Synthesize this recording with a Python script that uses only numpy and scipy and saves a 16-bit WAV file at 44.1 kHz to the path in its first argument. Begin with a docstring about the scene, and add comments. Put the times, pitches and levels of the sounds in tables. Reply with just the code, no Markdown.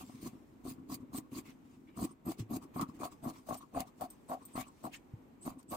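"""Large steel scissors snip through layered cloth on a hollow wooden table, about four strokes a second.
Each closing stroke parts threads in a hiss and forces the table's modes into vibration; the reopening
blades scrape more softly. The edges squeak by friction, steel clacks on steel, the lower blade knocks
on the wood, and twice a hand or handle thumps on the cloth. A quiet room hums underneath;
two microphone ports hear the bass alike and the treble apart."""
import sys
import numpy as np
from scipy import signal
from scipy.fft import rfft, irfft, next_fast_len
from scipy.io import wavfile
from scipy.ndimage import uniform_filter1d, map_coordinates

SR = 44100
rng = np.random.default_rng(int(sys.argv[2]) if len(sys.argv) > 2 else 0)


def unload_audio(sound):
    """Save the sound as a 16-bit wav file, at the path given as the first command line argument."""
    columns = np.transpose(np.atleast_2d(sound))
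    # keep every value between -1 and 1, then stretch to whole-number steps
    steps = np.round(np.clip(columns, -1, 1) * 32767)
    wavfile.write(sys.argv[1], SR, steps.astype(np.int16))


N = 254016

# Levels in the tables are nominal: each source applies its own gain.
# closing strokes: (bite time [s], length [s], dying time [s], heaviest load [share of length],
# hiss at bite [dB], hiss at shut [dB], boom [dB], middle ring [dB], upper ring [dB], rustle at shut [dB])
CUTS = [ (0.0, 0.015, 0.054, .05, -56, -53.5, -41.5, -56, -51.5, -60.5),
        (0.219, 0.053, 0.067, 0.81, -58.5, -49.5, -42.5, -56, -57, -61),
        (0.65, 0.06, 0.069, 0.17, -60.5, -50.5, -39.5, -55, -55, -63.5),
        (0.899, 0.05, 0.043, 0.17, -54, -46.5, -40, -49.5, -50, -62),
        (1.139, .046, 0.044, 0, -52.5, -48, -36, -50.5, -48.5, -62.5),
        (1.319, 0.069, 0.052, 0.71, -63.5, -49, -38.5, -62.5, -53.5, -58),
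        (1.969, 0.081, 0.042, 0.71, -59.5, -44.5, -32.5, -44, -47.5, -60),
        (2.259, 0.055, 0.06, 0.44, -64, -49, -34.5, -45, -49.5, -59),
        (2.502, .066, 0.034, 0.49, -64, -47.5, -32.5, -45.5, -48.5, -59.5),
        (2.746, 0.083, 0.033, 0.86, -62.5, -55, -33, -52, -36.5, -55.5),
        (2.998, 0.056, 0.054, 0.68, -63, -46.5, -39, -41.5, -42.5, -57.5),
        (3.231, 0.07, 0.041, 0.56, -66.5, -51, -37, -39.5, -47.5, -62),
        (3.473, 0.077, .03, 0.51, -58, -53.5, -43, -37, -46.5, -59),
        (3.741, 0.071, 0.043, 0.48, -66, -48.5, -39, -30, -47, -56.5),
        (4.011, 0.042, 0.033, 0.24, -63, -55.5, -45, -35.5, -50, -67),
        (4.293, .05, 0.044, 0.53, -60, -57, -48, -36, -47, -66),
        (4.559, 0.055, 0.049, 0.05, -55.5, -46.5, -37, -35.5, -43, -50),
        (4.841, 0.029, 0.051, 0.26, -59.5, -60, -41, -42, -50, -67.5),
        (5.456, 0.036, 0.081, 0.55, -57, -54, -39.5, -45.5, -48.5, -64),
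        (5.718, 0.034, 0.054, 0.5, -54, -50, -40.5, -36.5, -43, -59)]
# reopening blades, and the light scrape that leads into some bites: (time [s], hold [s], scrape [dB], boom
# [dB], upper ring [dB], rustle [dB])
SLIDES = [ (0.086, .14, -72, -55, -73.5, -73.5), (0.342, 0.013, -83, -51, -71.5, -82),
          (0.785, 0.013, -88, -57, -69, -92), (1.008, 0.0097, -76, -59, -65, -90),
          (1.237, 0.014, -88, -55, -69, -98), (1.459, 0.048, -64, -58, -73, -63),
          (1.655, 0.11, -83, -65, -82, -80), (1.886, 0.0099, -107, -68, -79, -69),
          (1.948, .03, -98, -67, -77, -73), (2.071, 0.045, -70, -54.5, -66.5, -79),
          (2.397, 0.005, -49.5, -44.5, -62.5, -58.5), (2.626, 0.013, -62.5, -52, -61, -81),
          (2.891, 0.0074, -66.5, -51, -65, -73), (2.946, 0.024, -71, -56.5, -77, -75),
          (3.121, 0.0071, -60.5, -54, -60.5, -76), (3.337, 0.053, -66, -59, -67, -72.5),
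          (3.56, 0.021, -63.5, -64, -73, -78), (3.613, 0.018, -69, -59, -57.5, -80),
          (3.747, 0.026, -86, -58, -80, -92), (3.873, 0.0062, -65, -71, -63, -75),
          (3.985, 0.014, -69.5, -67, -76, -94), (4.115, 0.026, -77, -73, -72, -79),
          (4.415, 0.018, -90, -59, -64.5, -79), (4.484, .03, -76, -80, -78, -73.5),
          (4.672, 0.01, -70, -62, -60.5, -82), (4.77, 0.13, -80, -72, -85, -81),
          (4.935, 0.018, -54.5, -84, -75, -54), (5.425, .025, -65.5, -58.5, -77, -91),
          (5.594, 0.0074, -64.5, -78, -67, -82), (5.703, 0.022, -59.5, -57, -84, -85)]
# edges rubbing: (time [s], nominal length [s], nominal starting pitch [Hz], level [dB])
SQUEAKS = [(0.21, .013, 8700, -63), (0.677, .018, 4480, -59), (0.679, 0.023, 8200, -53),
           (1.156, 0.026, 8260, -46), (1.342, 0.024, 4570, -53), (1.365, 0.037, 7600, -57),
           (1.966, 0.012, 8360, -53), (2.009, 0.014, 8300, -48), (2.107, 0.023, 8600, -60.5),
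           (2.253, .025, 12430, -51.5), (2.254, 0.023, 8250, -56.5), (2.283, .024, 8030, -53),
           (2.284, .015, 13100, -50), (2.502, 0.027, 12500, -53.5), (2.754, 0.035, 8640, -58.5),
           (2.755, 0.034, 12500, -57), (2.783, .015, 4560, -56), (2.996, 0.023, 8710, -58),
           (3.113, .015, 7800, -61), (3.228, 0.034, 8370, -58), (3.234, 0.04, 12400, -54),
           (3.486, 0.021, 12400, -55), (3.491, 0.013, 8600, -55), (3.563, .034, 8400, -54),
           (3.569, 0.025, 13940, -55), (3.745, 0.029, 8660, -54.5), (4.008, 0.029, 12500, -56),
           (4.018, 0.015, 8500, -63), (4.281, .029, 8300, -57.5), (4.293, .018, 12400, -53.5),
           (4.31, .015, 13070, -57), (4.425, 0.013, 8500, -61), (4.528, 0.062, 8370, -53),
           (4.679, 0.011, 8000, -56), (4.831, 0.037, 8030, -56), (4.833, 0.036, 12650, -56),
           (4.936, .015, 2477, -47.5), (4.953, 0.019, 8460, -59), (4.955, 0.022, 7160, -59),
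           (5.408, 0.071, 8100, -53), (5.456, 0.018, 12900, -50), (5.586, 0.02, 8400, -58.5),
           (5.682, 0.042, 8100, -51), (5.697, 0.042, 12400, -53)]
# blade pitches that attract a squeak: (frequency [Hz])
LOCK_HZ = [2460, 4370, 7480, 8560, 13200, 13900]
# jolts of the lower blade on the table: (time [s], level [dB], relative boom [dB])
KNOCKS = [(0.095, -38, -4), (0.228, -43.5, 12), (0.262, -40, 11), (0.275, -47.5, 17.5), (0.332, -51, 16),
          (0.651, -50.5, 15.5), (0.681, -42, 12), (0.708, -46, 8.5), (0.896, -40.5, 6), (0.922, -35.5, -21),
          (1.145, -31, -21), (1.183, -37.5, 9.5), (1.99, -29.5, -4), (2.047, -35.5, 9.5),
          (2.265, -44.5, 18), (2.272, -46.5, 7), (2.514, -43.5, 8), (2.533, -34.5, 1), (2.549, -58, -7),
          (2.567, -34, 9), (2.761, -27, -1.5), (2.772, -34.5, 8.5), (2.796, -31, -19), (2.815, -29.5, -9),
          (2.824, -44, 16.5), (3.017, -27, -18), (3.033, -42, 7), (3.052, -43, -38), (3.242, -35.5, -21),
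          (3.26, -34, 10), (3.299, -34.5, -2), (3.495, -32.5, 2), (3.508, -20, -14), (3.524, -24, -9),
          (3.605, -52, -5), (3.749, -26, -13), (3.772, -29, -21), (3.803, -25, -2), (4.019, -27, -8.5),
          (4.038, -31.5, -1.5), (4.297, -27.5, -5.5), (4.316, -19.5, -14), (4.332, -28, -16),
          (4.553, -32, 2.5), (4.576, -21.5, -4.5), (4.844, -42.5, 14.5), (4.857, -36, 4), (5.464, -38, 10),
          (5.476, -23.5, -2.5), (5.572, -52, 15), (5.719, -31, 1.5), (5.729, -45, 5)]
# tips shutting or pivot play: (time [s], level [dB], relative crack [dB], crack t60 [s])
CLACKS = [(0.9424, -32, -28, 0.028), (1.1763, -38, -42, 0.062), (1.389, -59, -20, 0.078),
          (2.0472, -38, -29, 0.029), (2.3181, -47.5, -10.5, 0.025), (2.5636, -48, -17, 0.03),
          (2.812, -49.5, -5, 0.068), (3.5433, -51.5, -14, 0.046), (3.8043, -37.5, -11, 0.025),
          (4.009, -44, -21.5, 0.098), (4.1016, -43, -32, 0.099), (4.4523, -39.5, -69, 0.085),
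          (5.6286, -65.5, -10, 0.03)]
# a hand or handle landing on the cloth: (time [s], level [dB], final pitch [Hz], t60 [s])
THUMPS = [(2.403, -30.5, 108, 0.15), (5.137, -34, 103, 0.073)]
# the scissors' path over the table:
# (time [s], rings left minus right [dB], idle rustle [dB], idle boom [dB], puff relative to boom [dB])
TRAVEL = [(0.0, 2.5, -62, -75, -26), (0.14, 5, -69, -70, -24), (0.32, 3, -76.5, -67.5, -24),
          (1.03, 0, -89, -53, -25), (1.5, 1.5, -80.5, -69.5, -30), (1.91, 8, -81, -60.5, -31),
          (2.13, -2, -90, -81, -36), (2.57, 5, -93, -69, -30), (3.5, 3.5, -74.5, -81, -19),
          (3.85, 2, -85, -73, -15), (4.54, 4, -71, -85, -19), (5.1, -1, -83.5, -69.5, -28),
          (5.76, 1, -91, -58.5, -12)]
# table modes: (frequency [Hz], bandwidth [Hz], level [dB], left lead [rad], left minus right [dB])
BOOM_MODES = [(306.7, 52.5, -4.5, 0.16, 1), (188, 110, -14, .1, 2.5), (262.5, 25.4, 2.5, 0.077, -0.5),
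              (128.8, 84, -13, 0.017, 0)]
MIDDLE_MODES = [(683.5, 119, -2.5, -0.76, 0.0084), (760, 46.5, 2, -0.82, 0.011), (802, 130, -7.5, -1.62, 0),
                (512, 315, -18, -0.79, 0)]
UPPER_MODES = [(968, 107, -8, -1.3, 0), (1127, 78, -1, -2.07, 0.0081), (1334, 186, -15.5, -2.03, 1)]
# blade resonances: (frequency [Hz], bandwidth [Hz], level [dB])
BLADE_MODES = [(8450, 89, 0.5), (13100, 290, -12), (14100, 1200, -11.5)]
# noise of shearing, scraping, dull rustling and the room: (frequency [Hz], spectral density [dB])
SHEAR_SPECTRUM = [(1760, -15.5), (3000, -10), (4550, -2), (5690, -9.5), (6180, -3), (8630, -3), (9780, -6),
                  (14700, -4), (15800, -1)]
SCRAPE_SPECTRUM = [(1760, -9), (3000, -4), (4490, -2.5), (8570, -2), (9780, -8.5), (12400, -6.5),
                   (14900, -11), (15800, 1)]
RUSTLE_SPECTRUM = [(900, -15), (1500, -9.5), (2400, 0.5), (3200, -6.5), (5000, -18.5), (9000, -65)]
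ROOM_SPECTRUM = [(15, -53), (25, -9), (184, -5), (255, 0.5), (572, -16), (981, -18), (1590, -27),
                 (2260, -28.5), (5370, -43.5), (8270, -40), (9990, -49.5), (14600, -37), (15800, -71)]
# slopes before and after a cut's heaviest load: (boom [dB/s], middle [dB/s], upper [dB/s])
LOAD_DB_PER_S = [139, 318, 257]
EASE_DB_PER_S = [157, 245, 189]
# fall over a cut's dying time: (hiss [dB], boom [dB], middle [dB], upper [dB], rustle [dB])
DYING_DB = [39.2, 27.4, 24.7, 23, 23]
# slopes before and after a slide's hold: (scrape [dB/s], boom [dB/s], upper [dB/s], rustle [dB/s])
SWELL_DB_PER_S = [1190, 520, 795, 960]
FADE_DB_PER_S = [715, 407, 590, 550]
# likeness of the room noise at the two ports: (frequency [Hz], correlation [0-1])
ROOM_COHERENCE = [(60, 0.65), (300, 0.58), (700, 0), (1500, 0), (15000, 0.24)]
# the right side is slightly brighter: (frequency [Hz], left minus right [dB])
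TREBLE_BALANCE = [(9000, 0.5), (13000, -1.5)]
# the treble fades out just below 16 kHz: (frequency [Hz], gain [dB])
ROLL_OFF = [(15200, -0.5), (15800, -12)]

BITE_S, BITE_DB = .012, 16.5  # time and rise as the edges take hold
RUSTLE_DB_PER_S = 133  # the rustle grows until the tips shut
PULL_PER_S = 23.8  # pull on a squeak towards the nearest blade pitch
ROOM_DB, TOP_HZ = -63, 15830
SIDE = np.array([[.5], [-.5]])  # splits a left-right difference between the two sides


def cuts():
    """Shear: parting threads hiss and drive the table, while the folding cloth displaces a puff of air."""
    hiss, boom, middle, upper, rustle = closing_envelopes()
    rings = forced_vibration(MIDDLE_MODES, middle, rate=250, apart=0.55)
    rings += forced_vibration(UPPER_MODES, upper, rate=400, apart=1.0)
    wood = table_boom(boom, rate=300) + port_gains() * rings
    air = rng.standard_normal(N) + 0.66 * rng.standard_normal((2, N))
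    puff = unit(filtered(air, lambda f: resonance(f, hz=59, width=120) * cushion(f, soft_hz=111)))
    puff_gain = amp(travel(column=4)) * uniform_filter1d(boom, size=500)
    shear = friction(SHEAR_SPECTRUM, hiss, rate=500, alike=0.35)
    cloth = friction(RUSTLE_SPECTRUM, rustle, rate=920, alike=0.78)
    return shear + amp(-3.5) * (cloth + wood) + puff_gain * puff


def closing_envelopes():
    """Amplitude follows load: the table peaks at the heaviest; hiss and rustle run from bite to shut."""
    gains, t = np.zeros((5, N)), np.arange(N) / SR
    for s, length, dying, load, bite_db, shut_db, *peak_db, rustle_db in CUTS:
        near = slice(max(0, round((s - .05) * SR)), round((s + length + .2) * SR))
        age = t[near] - s
        inside = np.clip(age, 0, length)
        hiss_db = bite_db + (shut_db - bite_db) * inside / length
        wood_db = np.c_[peak_db] - np.c_[LOAD_DB_PER_S] * np.clip(load * length - inside, 0, None)
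        wood_db -= np.c_[EASE_DB_PER_S] * np.clip(inside - load * length, 0, None)
        cloth_db = rustle_db - RUSTLE_DB_PER_S * (length - inside)
        onset_db = BITE_DB * np.clip(-age, 0, None) / BITE_S
        decay_db = np.c_[DYING_DB] * np.clip(age - length, 0, None) / dying
        gains[:, near] += amp(np.vstack([hiss_db, wood_db, cloth_db]) - onset_db - decay_db)
    return uniform_filter1d(gains, size=180, axis=1)


def slides():
    """Sliding friction: the blades reopen and advance, or graze just before a bite; cloth and table sound
    faintly between strokes."""
    hiss, boom, upper, rustle = opening_envelopes()
    idle_rustle, idle_boom = amp(travel(column=2)), amp(travel(column=3))
    wood = table_boom(boom + idle_boom, rate=280)
    wood += port_gains() * forced_vibration(UPPER_MODES, upper, rate=630, apart=0.96)
    scrape = friction(SCRAPE_SPECTRUM, hiss + idle_rustle, rate=1500, alike=0.36)
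    cloth = friction(RUSTLE_SPECTRUM, rustle, rate=2000, alike=0.76)
    return scrape + amp(-1.0) * cloth + wood


def opening_envelopes():
    """Exponential growth and decay: scrape, boom, upper ring and rustle swell, hold and fade."""
    gains, t = np.zeros((4, N)), np.arange(N) / SR
    for s, hold, *peak_db in SLIDES:
        near = slice(max(0, round((s - .15) * SR)), round((s + hold + .2) * SR))
        swell_db = np.c_[SWELL_DB_PER_S] * np.clip(s - t[near], 0, None)
        fade_db = np.c_[FADE_DB_PER_S] * np.clip(t[near] - s - hold, 0, None)
        gains[:, near] += amp(np.c_[peak_db] - swell_db - fade_db)
    return uniform_filter1d(gains, size=340, axis=1)


def friction(spectrum, gain, rate, alike):
    """Friction noise: many fibres sum to a hiss with snaps; alike weights the part both ports share."""
    fibres = rng.standard_normal((2, N)) + alike * rng.standard_normal(N)
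    fibres += 0.76 * snaps(rate, spread_db=-0.5, channels=2)
    hiss = fibre_resonances(filtered(fibres, lambda f: amp(along(spectrum, f))), depth_db=3.5)
    return gain * amp(1.07 * wobble(90)) * hiss / np.std(hiss.mean(axis=0))


def snaps(rate, spread_db, channels):
    """A Poisson process: threads part as impulses of uneven size, on average rate a second."""
    shape = (channels, N)
    parted = rng.random(shape) < rate / SR
    return unit(parted * rng.standard_normal(shape) * amp(spread_db * rng.standard_normal(shape)))


def fibre_resonances(x, depth_db):
    """Transient resonance: tearing fibres colour the noise in narrow random patches of some 30 ms."""
    spectra = signal.stft(x, nperseg=512)[2]
    patches = uniform_filter1d(rng.standard_normal(spectra.shape[1:]), size=3, axis=0)
    patches = uniform_filter1d(patches, size=5, axis=1)
    return unit(signal.istft(spectra * amp(depth_db * unit(patches)), nperseg=512)[1][:, :N])


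def table_boom(gain, rate):
    """Superposition: the highest boom mode and the lower ones are driven independently and summed."""
    high_gain = amp(-4)
    low = forced_vibration(BOOM_MODES[1:], gain, rate, apart=0.18, soft_hz=386)
    high = forced_vibration(BOOM_MODES[:1], gain * high_gain, rate, apart=0.53, soft_hz=370)
    return (low + high) / np.sqrt(1 + high_gain ** 2)


def forced_vibration(modes, gain, rate, apart, soft_hz=1500):
    """Forced vibration: snaps drive the table; apart weights the patch that each port hears alone."""
    force = snaps(rate, spread_db=4.5, channels=1) + apart * snaps(rate, spread_db=6, channels=2)
    response = table_response(modes, soft_hz)
    left, right = response(np.arange(SR // 2))
    power = np.mean(abs(left + right) ** 2 + apart ** 2 * (abs(left) ** 2 + abs(right) ** 2)) / 4
    return filtered(force * gain, response) / np.sqrt(power)


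def table_response(modes, soft_hz):
    """Modal radiation: each mode reaches the two ports with its own phase and balance."""
    return lambda f: cushion(f, soft_hz) * sum(
        (-1) ** k * amp(db + SIDE * pan_db) * np.exp(1j * SIDE * lead) * resonance(f, hz, width)
        for k, (hz, width, db, lead, pan_db) in enumerate(modes))


def cushion(f, soft_hz):
    """Compliance: the cloth softens every blow as a causal double low-pass."""
    return 1 / (1 + 1j * f / soft_hz) ** 2


def squeaks():
    """Friction-excited vibration: a gliding narrow band whose strength and phase flutter at each port."""
    out = np.zeros((2, N + SR))
    for s, length, start_hz, db in SQUEAKS:
        lock_hz = min(LOCK_HZ, key=lambda hz: abs(np.log(hz / start_hz)))
        glide_hz = (lock_hz - start_hz) * min(1, PULL_PER_S * length)
        progress = np.linspace(0, 1, round(1.17 * length * SR))
        phase = 2 * np.pi * np.cumsum(start_hz + glide_hz * (1.58 * progress - .25)) / SR
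        knots = rng.standard_normal((4, 128))
        flutter = np.array([np.interp(progress * length * 1300, np.arange(128), k) for k in knots])
        tone = (0.17 + flutter[:2]) * np.cos(phase) + flutter[2:] * np.sin(phase)
        envelope = np.sin(np.pi * progress ** 0.79) ** 0.99
        out[:, round(s * SR):][:, :len(progress)] += amp(db) * envelope * tone
    return out[:, :N]


def knocks():
    """Impulse response: each jolt of the lower blade leaves the table's modes ringing freely."""
    ring, boom = np.zeros((2, N))
    for s, db, boom_db in KNOCKS:
        ring[round(s * SR)] = amp(db + 32)  # narrow modes need a strong impulse
        boom[round(s * SR)] = amp(db + boom_db + 39.5)
    rings = filtered(ring, table_response(MIDDLE_MODES + UPPER_MODES, soft_hz=1540))
    return port_gains() * rings + filtered(boom, table_response(BOOM_MODES, soft_hz=450))


def clacks():
    """Impact of steel on steel: a high-passed crack and a damped rattle in the blades."""
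    rattle, crack = np.zeros((2, 2, N + SR))
    t = np.arange(SR // 8) / SR
    for s, db, crack_db, t60 in CLACKS:
        noise = rng.standard_normal((2, 2, len(t)))
        rattle[:, round(s * SR):][:, :len(t)] += amp(db + 13 - 60 * t / (0.92 * t60)) * noise[0]
        crack[:, round(s * SR):][:, :len(t)] += amp(db + crack_db + 16.5 - 60 * t / t60) * noise[1]
    ringing = filtered(rattle[:, :N], blade_response)
    return ringing + filtered(crack[:, :N], lambda f: 1j * f / (1800 + 1j * f))


def blade_response(f):
    """Modal summation: the blades' treble resonances add with alternating sign."""
    return sum((-1) ** k * amp(db) * resonance(f, hz, width)
               for k, (hz, width, db) in enumerate(BLADE_MODES))


def thumps():
    """Damped oscillation after soft contact: the low pitch sags as the cloth compresses."""
    out, t = np.zeros(N + SR), np.arange(SR // 4) / SR
    for s, db, hz, t60 in THUMPS:
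        phase = 2 * np.pi * hz * (t + 0.0023 * (1 - np.exp(-t / 0.0046)))
        attack = 1 - np.exp(-t / 0.00052)
        out[round(s * SR):][:len(t)] += amp(db - 60 * t / t60) * attack * np.sin(phase)
    return out[:N]


def reverberation(x, t60=0.067):
    """Diffuse reflection: the room answers with a short, delayed tail, damped by the cloth."""
    t = np.arange(SR // 4) / SR
    tail = rng.standard_normal((2, len(t))) * amp(-60 * t / t60)
    delayed = np.pad(x, ((0, 0), (300, 0)))
    return signal.fftconvolve(delayed, tail / np.linalg.norm(tail[0]), axes=1)[:, :N]


def room_hum():
    """Partly coherent noise: a low hum and faint hiss, wavering a little in level."""
    def mid_side_response(f):
        angle = np.arccos(np.clip(along(ROOM_COHERENCE, f), -1, 1)) / 2
        return amp(along(ROOM_SPECTRUM, f)) * [np.ones_like(f), np.tan(angle)]
    mid, side = filtered(rng.standard_normal((2, N)), mid_side_response)
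    level = amp(ROOM_DB + 2.0 * wobble(2.474) + 0.45 * wobble(8.7)) / np.std(mid)
    return level * np.array([mid + side, mid - side])


def port_gains():
    """Level difference between the ports as the scissors move."""
    return amp(travel(column=1) * SIDE)


def travel(column):
    """Linear interpolation of one TRAVEL column, per sample."""
    columns = np.transpose(TRAVEL)
    return np.interp(np.arange(N) / SR, columns[0], columns[column])


def resonance(f, hz, width):
    """Response of a damped oscillator, peak gain 1."""
    return 1j * f * width / (hz * hz - f * f + 1j * f * width)


def filtered(x, response):
    """Linear filtering: the spectrum of x times a complex response."""
    size = next_fast_len(N + SR // 2)
    return irfft(rfft(x, size) * response(np.fft.rfftfreq(size, 1 / SR)), size)[..., :N]


def wobble(rate):
    """Spline through random knots, rate a second."""
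    return map_coordinates(rng.standard_normal(int(N * rate / SR) + 4), [np.arange(N) * rate / SR])


def along(points, hz):
    """Interpolation on a logarithmic frequency axis."""
    f, values = np.transpose(points)
    return np.interp(np.log(hz + 1), np.log(f + 1), values)


def amp(db):
    """Decibels to amplitude ratio."""
    return 10 ** (np.asarray(db) / 20)


def unit(x):
    """Normalisation to rms 1."""
    return x / np.sqrt(np.mean(x ** 2) + 1e-20)


def scene():
    """Superposition of the direct sound of scissors and table, its reverberation and the room's hum."""
    direct = cuts() + slides() + squeaks() + knocks() + clacks() + thumps()
    return direct + amp(-20.5) * reverberation(direct) + room_hum()


def record(dry):
    """Spectral shaping: the right side is slightly brighter; the treble fades out just below 16 kHz."""
    def response(f):
        return amp(SIDE * along(TREBLE_BALANCE, f) + along(ROLL_OFF, f)) * (f < TOP_HZ)
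    return filtered(dry, response)


dry = scene()
out = record(dry)
unload_audio(out)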